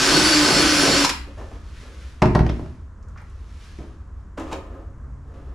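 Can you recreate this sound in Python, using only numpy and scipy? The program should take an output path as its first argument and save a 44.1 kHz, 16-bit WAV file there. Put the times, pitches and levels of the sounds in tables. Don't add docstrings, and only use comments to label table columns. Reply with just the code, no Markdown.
import sys
import numpy as np
from scipy import signal
from scipy.fft import rfft, irfft, next_fast_len
from scipy.io import wavfile
from scipy.ndimage import uniform_filter1d

SR = 44100
rng = np.random.default_rng(int(sys.argv[2]) if len(sys.argv) > 2 else 0)


def pcm_store(signal):
    levels = np.round(np.clip(np.atleast_2d(signal), -1, 1) * 32767)
    wavfile.write(sys.argv[1], SR, levels.astype(np.int16).T)


N = 244314
T = np.arange(N) / SR
BRAKE_S = 1.04


def drill(machine_db=-14, ease_db_per_s=1.45, stop_time_s=.077):
    braking = np.clip((T - BRAKE_S) / stop_time_s, 0, 1)
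    flutter = .0024 * walk(200) + .001 * walk(25)
    shaft_hz = shaft_speed()
    turns = np.cumsum(shaft_hz * (1 - braking / 2) * (1 + flutter)) / SR
    machine = motor(turns) + gear_grind(turns) + bit_ring()
    machine_gain = undb(machine_db - ease_db_per_s * T)
    cutting = bit_scrape() + bit_chatter(shaft_hz)
    return (machine_gain * machine + gear_mesh(turns) + cutting) * (1 - braking) ** 2


def shaft_speed(start_hz=256, free_hz=302.7, loaded_hz=293.1, spin_up_s=.26,
                load_s=.265, load_time_s=.22, let_go_s=.99, coast_hz_per_s=260):
    lag = (free_hz - start_hz) * np.clip(1 - T / spin_up_s, 0, 1) ** 2
    load = np.sin(np.pi / 2 * np.clip((T - load_s) / load_time_s, 0, 1)) ** 2
    coast = coast_hz_per_s * (np.clip(T, let_go_s, BRAKE_S) - let_go_s)
    return free_hz - lag - (free_hz - loaded_hz) * load - coast


# shaft_multiple, level_db
WHINE_PARTIALS = [(2, -20), (5, -22), (10, -22.5), (18, -11.5), (20, -18), (23, -31.5), (24, -15),
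                  (25, -19), (26, -15), (27, -26), (28, -22.5), (29, -23.5), (30, -20.5), (31, -18.5),
                  (32, -26), (34, -20.5), (35, -25.5), (37, -35), (40, -43)]
def motor(turns, whine_db=-4, hum_db=-11):
    whine = 0
    for multiple, db in WHINE_PARTIALS:
        rasp = multiple / 40
        flicker = undb(3.5 * walk(30)) * (1 + .4 * rasp * walk(400))
        cycles = multiple * turns + .11 * rasp * walk(90) + rng.random()
        whine += undb(db) * flicker * np.sin(2 * np.pi * cycles)
    hum = undb(hum_db + 1.1 * walk(40)) * np.sin(2 * np.pi * turns)
    return undb(whine_db) * whine + hum


# freq_hz, level_db
CASING_EQ = [(300, -10), (600, -8), (1200, 0.5), (1380, -0.5), (1540, -1), (1800, -2), (2900, -2),
             (3900, -4.5), (4700, -0.5), (5600, -1), (6200, -7.5), (7500, -9), (8100, -16), (10000, -14.5),
             (12500, -25.5), (15000, -41)]
def gear_grind(turns, level_db=-2):
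    teeth = grains(9000, 3.4) * (1 + .083 * np.cos(2 * np.pi * turns))
    return undb(level_db) * unit(colour(teeth, CASING_EQ))


# peak_s, half_width_s, level_db
GEAR_BINDS = [(.15, .05, -24), (.27, .03, -23.5), (.337, 0.019, -19.5), (.56, 0.059, -25),
              (.70, 0.033, -30), (.935, 0.027, -22)]
def gear_mesh(turns, teeth=15, steady_db=-33.5):
    binds = sum(undb(db) * np.exp(-((T - s) / width) ** 2) for s, width, db in GEAR_BINDS)
    return (undb(steady_db) + binds) * np.sqrt(2) * np.sin(2 * np.pi * teeth * turns)


def bit_ring(pitch_hz=1525, sway_hz=2.55, level_db=-13.5):
    sway = 1 + .025 * np.cos(2 * np.pi * sway_hz * T)
    return undb(level_db) * noisy_tone(pitch_hz * sway, 82)


# peak_s, chatter_hold_s, pressure_db, pressure_hold_s, first_pitch_hz, chatter_db
BIT_BITES = [(0.123, 0.29, -21.5, .07, 377.3, -22), (.505, .32, -16.5, 0.072, 372.4, -22),
             (0.847, 0.16, -19, 0.073, 271.5, -26)]
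def bit_chatter(shaft_hz, rise_s=.78, fall_s=.229, lock_s=.13):
    chatter, pressure = 0, bit_pressure()
    roughness = .55 * pressure / pressure.max()
    for s, hold, _, _, first_hz, db in BIT_BITES:
        unlocked = np.exp(-(np.maximum(T - s, 0) / lock_s) ** 2)
        jitter = (.008 + .045 * unlocked) * walk(200)
        hz = (shaft_hz + (first_hz - shaft_hz) * unlocked) * (1 + jitter)
        level = undb(db - .5 - unlocked - .5 * walk(55)) * (1 + roughness * walk(200))
        chatter += level * swell(s, rise_s, hold, fall_s) * sine(hz)
    return np.sqrt(2) * chatter


def bit_pressure(feed_db=-23.5, rise_s=.2, fall_s=.37):
    surges = sum(undb(db) * swell(s, rise_s, hold, fall_s) for s, _, db, hold, _, _ in BIT_BITES)
    return undb(feed_db) + surges


# pitch_hz, width_hz, level_db
TANK_MODES = [(173, 42, -11), (254, 41, -1.5), (332, 55, -3.5), (368.4, 22, 2), (444.4, 45, -4.5),
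              (547.4, 17, 1.5), (690, 81, -8.5), (920, 40, -12), (1034, 28, -10.5), (1255, 49, -9),
              (1756, 140, -18.5), (2660, 87, -31.5), (2870, 200, -33)]
def bit_scrape(wall_db=-4, shake_db=-12):
    slips = grains(700, 3.2)
    wall = unit(resonate(slips, TANK_MODES))
    shake = unit(resonate(slips, [(51.7, 7.8, .21), (146, 29, -1.7), (176, 18, -1.8)]))
    return bit_pressure() * (undb(wall_db) * wall + undb(shake_db) * shake)


# start_s, level_db, fall_20db_s, ring_db
BRAKE_CLACKS = [(1.048, -11, 0.02, -5), (1.091, -17.5, 0.022, -12), (1.095, -16.5, .014, -10.5)]
def brake(ring_t60=.046, chirp_s=1.051, chirp_hz=980, halving_s=.055, chirp_width_s=.01, chirp_db=-15):
    rattle = unit(colour(grains(9000, 4.5), CASING_EQ))
    ring = unit(resonate(noise(), [(937, 100, -1.5), (5330, 300, -8), (7300, 700, -9)]))
    hz = chirp_hz * .5 ** np.clip((T - chirp_s) / halving_s, -1, 1)
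    chirp = undb(chirp_db) * np.exp(-((T - chirp_s) / chirp_width_s) ** 2) * sine(hz)
    clacks = 0
    for s, db, fall, ring_db in BRAKE_CLACKS:
        chuck = undb(ring_db) * fade(T - s, ring_t60) * ring
        clacks += undb(db) * (fade(T - s, 3 * fall) * rattle + chuck)
    return chirp + clacks


# start_s, level_db, contact_ms, hardness_db, thud_db
BENCH_BLOWS = [(2.220, -5.5, 0.69, 0, -16), (2.224, -3, 0.19, -6, -7.5), (2.257, 1, 4.2, -14.5, -4),
               (2.35, -13, 0.35, 7, -17), (2.355, -7, 0.34, -10, 2), (2.392, -12, 0.94, -2.5, 6),
               (2.406, -4, 2.6, -18, 6.5), (2.449, -10.5, 4.1, -19, -14.5), (2.465, -17, 1.4, -0.5, -6),
               (2.496, -15, 1.46, -1, 6.5), (2.594, -20.5, 0.68, -13, -16.5), (2.661, -30.5, 3.1, -3, -5),
               (3.787, -22, 1.75, -12.5, -4.5)]
# pitch_hz, level_db, t60_s
BENCH_MODES = [(53, -15.5, 1), (65.5, 0.5, 0.42), (104.5, -9, 0.67), (124.6, -13, 0.91),
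               (158.3, -3.5, 0.22), (178.6, -6, 0.13), (210.6, -10, 0.29), (248.4, -2, 0.22),
               (289.6, -8, 0.4), (347.6, -1.5, 0.2), (372.6, -1.5, 0.27), (423, -8.5, 0.39),
               (628, -5, 0.34), (729, 4.5, 0.072), (877, -6.5, 0.19), (972, -12.5, 0.16), (1056, -8, 0.12),
               (1146, -12.5, 0.23), (1354, -9, 0.16), (1700, -12, 0.1)]
# freq_hz, level_db
CRACK_EQ = [(150, -10.5), (370, -17), (490, 3), (700, 6.5), (1150, 4.5), (1800, -2), (2800, -7.5),
            (3500, -17.5), (4500, -15.5), (5700, -18.5), (8000, -31), (10500, -35.5), (14000, -65)]
# freq_hz, level_db
TICK_EQ = [(300, -7), (2000, 9), (5500, -1.5), (10000, -16), (15000, -33)]
def bench(ring_db=-7, crack_db=-6, crack_t60=.039, tick_db=-12, tick_t60=.008,
          thud_hz=168, thud_t60=.046, thud_rise_s=.002, mode_split=.03):
    body, crack_level, tick_level = np.zeros((3, N))
    t = T[:SR]
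    hz, mode_db, t60 = np.transpose(BENCH_MODES)[:, :, None]
    attack = 1 - np.exp(-(t / .001) ** 2)
    thud = (1 - np.exp(-t / thud_rise_s)) * fade(t, thud_t60) * np.sin(2 * np.pi * thud_hz * t)
    for s, db, contact_ms, hardness_db, thud_db in BENCH_BLOWS:
        spot_db, detune, split = rng.standard_normal((3, len(BENCH_MODES), 1))
        rolloff = 1 / np.sqrt(1 + (2 * hz * contact_ms / 1000) ** 4)
        weight = undb(mode_db + spot_db) * rolloff * np.sign(detune)
        beat = np.cos(2 * np.pi * hz * mode_split * split * t)
        modes = fade(t, t60) * np.sin(2 * np.pi * hz * (1 + .015 * detune) * t)
        ring = np.sum(weight * beat * modes, axis=0)
        add(body, s, undb(db) * attack * (undb(ring_db) * ring + undb(thud_db) * thud))
        add(crack_level, s, undb(db + crack_db + hardness_db) * fade(t, crack_t60))
        add(tick_level, s, undb(db + tick_db + hardness_db) * fade(t, tick_t60))
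    grit = noise()
    crack = colour(grit * crack_level, CRACK_EQ) / np.std(colour(grit, CRACK_EQ))
    return body + crack + colour(noise() * tick_level, TICK_EQ)


# peak_s, hold_s, level_db, scuff_db
TANK_SLIDES = [(4.483, 0.039, -39, -3), (4.644, .17, -45.5, -13), (5.286, 0.29, -48.5, -21.5)]
# start_s, level_db, fall_20db_s, scuff_db, panel_pitch_hz
TANK_KNOCKS = [(1.268, -41, 0.11, -21, 332.7), (1.376, -35, 0.13, -8, 568),
               (1.409, -42.5, 0.059, -17, 558.5), (1.512, -38.5, 0.069, -11, 554.4),
               (1.551, -38.5, 0.026, -15, 552), (1.828, -45, 0.27, -21, 484.4),
               (3.797, -43, 0.14, -22, 677), (4.374, -34.5, 0.048, -4.5, 573),
               (4.378, -21, .018, -9.5, 600), (4.399, -28.5, 0.068, -7, 264.8),
               (4.514, -38, 0.042, 6.5, 907), (4.525, -27, .024, 1.5, 448), (4.553, -38, 0.063, -18, 507.4),
               (4.743, -44, 0.052, -37, 407), (5.34, -58, 0.092, 6, 460)]
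# freq_hz, level_db
SCUFF_EQ = [(400, 5.5), (1100, 14), (1800, -2.5), (2600, -0.5), (4200, -10), (7000, -11), (10000, -22.5),
            (15000, -45)]
def tank(panel_db=-4, slide_rise_s=.22, slide_fall_s=.46):
    push, rub, panels = np.zeros((3, N))
    for s, hold, db, scuff_db in TANK_SLIDES:
        shove = undb(db) * swell(s, slide_rise_s, hold, slide_fall_s)
        push += shove
        rub += shove * undb(scuff_db)
    for s, db, fall, scuff_db, hz in TANK_KNOCKS:
        blow = uniform_filter1d(undb(db) * fade(T - s, 3 * fall), size=300)
        push += blow
        rub += blow * undb(scuff_db)
        panels += blow * noisy_tone(hz, hz / 3)
    friction = noise()
    body = resonate(friction * push, TANK_MODES) / np.std(resonate(friction, TANK_MODES))
    scuff = rub * unit(colour(grains(6000, .9), SCUFF_EQ))
    return body + undb(panel_db) * panels + scuff


# start_s, level_db, pitch_hz, fall_20db_s
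LIGHT_TAPS = [(2.492, -35, 3000, 0.033), (3.027, -60, 6000, 0.02), (3.084, -56, 6500, .02),
              (3.158, -44, 1262, 0.083), (3.174, -47, 1856, 0.11), (3.175, -56, 5400, 0.047),
              (3.205, -45, 838, 0.031), (3.216, -61, 8400, .02), (3.297, -60, 7500, 0.018),
              (4.397, -42, 6500, 0.011), (4.529, -34, 3210, 0.0095), (4.530, -33.5, 6500, .007)]
def taps():
    return sum(undb(db) * fade(T - s, 3 * fall) * noisy_tone(hz, hz / 2)
               for s, db, hz, fall in LIGHT_TAPS)


# peak_s, hold_s, level_db
SLEEVE_STROKES = [(1.35, 0.19, -54), (1.777, 0.29, -49.5), (2.26, 0.38, -54.5), (3.257, 0.2, -62),
                  (3.63, 0.013, -49), (3.78, 0.037, -55), (4.202, .05, -71.5), (5.39, 0.26, -64.5)]
# freq_hz, level_db
CLOTH_EQ = [(300, 10.5), (800, 0), (1400, 11), (2500, 8), (4000, 4.5), (6000, 2.5), (8500, -5.5),
            (10500, -7), (14000, -27)]
def sleeve(flicker_db=1, rise_s=1, fall_s=.8):
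    fibres = unit(colour(grains(12000, 4), CLOTH_EQ))
    power = sum((undb(db) * swell(s, rise_s, hold, fall_s)) ** 2 for s, hold, db in SLEEVE_STROKES)
    return np.sqrt(power) * undb(flicker_db * walk(30)) * fibres


# freq_hz, t60_s
SHED_DECAY = [(100, 0.7), (500, 0.3), (2000, 0.46), (6000, 0.28), (13000, 0.37)]
def shed_echo(sound, predelay_s=.0029):
    t, tail = T[:SR * 3 // 4], 0
    reflections = noise(len(t))
    log_centres = np.log([hz for hz, _ in SHED_DECAY])
    for share, (_, t60) in zip(np.eye(len(SHED_DECAY)), SHED_DECAY):
        band = filtered(reflections, lambda f: np.interp(np.log(f), log_centres, share))
        tail += fade(t, t60) * band
    tail *= np.clip(t / predelay_s - 1, 0, 1)
    return signal.fftconvolve(sound, tail / np.sqrt(np.sum(tail ** 2)))[:N]


# freq_hz, level_db
OUTDOOR_EQ = [(20, -16.5), (35, -8), (52, -4), (66, -0.5), (90, -7.5), (125, -21.5), (200, -23.5),
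              (320, -30.5), (550, -37), (800, -41), (1080, -34.5), (1600, -41.5), (2400, -56.5),
              (3800, -66), (6800, -59.5), (10000, -70), (12500, -81.5), (15000, -100)]
# freq_hz, side_gain_db
WIDTH_EQ = [(25, -12.5), (42, -23), (70, -26), (270, -21), (650, -11.5), (1600, -10), (5000, -9.5),
            (12000, -8)]
def outdoors(level_db=-37, side_db=-1):
    level = undb(level_db + .8 * walk(5))
    mid, side = (level * unit(colour(noise(), OUTDOOR_EQ)) for _ in range(2))
    side = undb(side_db) * colour(side, WIDTH_EQ)
    return np.array([mid + side, mid - side])


def drone(full_s=4.95, rise_s=.33, level_db=-48.5, pitch_hz=131, climb_hz_per_s=14, octave_db=-12):
    hz = (pitch_hz + climb_hz_per_s * np.maximum(T - full_s, 0)) * (1 + .013 * walk(14))
    level = undb(level_db + 2 * walk(15)) * fade(np.maximum(full_s - T, 0), rise_s)
    return level * np.sqrt(2) * (sine(hz) + undb(octave_db) * sine(2 * hz))


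def undb(db):
    return 10 ** (np.asarray(db) / 20)


def unit(x):
    return x / np.sqrt(np.mean(x ** 2) + 1e-20)


def filtered(x, response):
    size = next_fast_len(len(x) + SR // 4)
    hz = np.arange(size // 2 + 1) * SR / size + 1e-3
    return irfft(rfft(x, size) * response(hz), size)[:len(x)]


def colour(x, points):
    hz, db = np.transpose(points)
    return filtered(x, lambda f: undb(np.interp(np.log(f + 1), np.log(hz), db)))


def resonate(x, modes):
    return filtered(x, lambda f: sum((-1) ** k * undb(db) / (1 + 1j * (f * f - hz * hz) / (f * width))
                                     for k, (hz, width, db) in enumerate(modes)))


def noise(size=N):
    return rng.standard_normal(size)


def sine(hz):
    return np.sin(2 * np.pi * np.cumsum(hz * np.ones(N)) / SR)


def noisy_tone(hz, width_hz):
    wobble = filtered(noise(), lambda f: 1 / (1 + (2 * f / width_hz) ** 2))
    return unit(wobble * sine(hz))


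def walk(rate_hz):
    step = int(SR / rate_hz)
    held = noise()[np.arange(N) // step]
    return unit(uniform_filter1d(uniform_filter1d(held, step), step))


def grains(per_s, spread_db):
    return (rng.random(N) < per_s / SR) * np.sign(noise()) * undb(spread_db * noise())


def fade(t, t60):
    return (t >= 0) * np.exp(-np.log(1000) * np.maximum(t, 0) / t60)


def swell(peak_s, rise_s, hold_s, fall_s):
    return fade(np.maximum(peak_s - T, 0), rise_s) * fade(np.maximum(T - peak_s - hold_s, 0), fall_s)


def add(out, s, x):
    i = int(s * SR)
    out[i:i + len(x)] += x[:N - i]


def scene(direct_db=-3, echo_db=-3, side_db=-1):
    close = drill() + brake() + bench() + tank() + taps() + sleeve()
    send = colour(close, [(100, -9.5), (320, -2), (900, -5.5)])
    mid = undb(direct_db) * close + undb(echo_db) * shed_echo(send)
    side = undb(side_db) * colour(shed_echo(close), WIDTH_EQ)
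    return np.array([mid + side, mid - side]) + outdoors() + drone()


def record(dry):
    ceiling, top_hz = .95, 14800
    rounded = dry / (1 + (dry / ceiling) ** 6) ** (1 / 6)
    return signal.sosfilt(signal.ellip(8, .2, 70, top_hz, fs=SR, output="sos"), rounded)


dry = scene()
out = record(dry)
pcm_store(out)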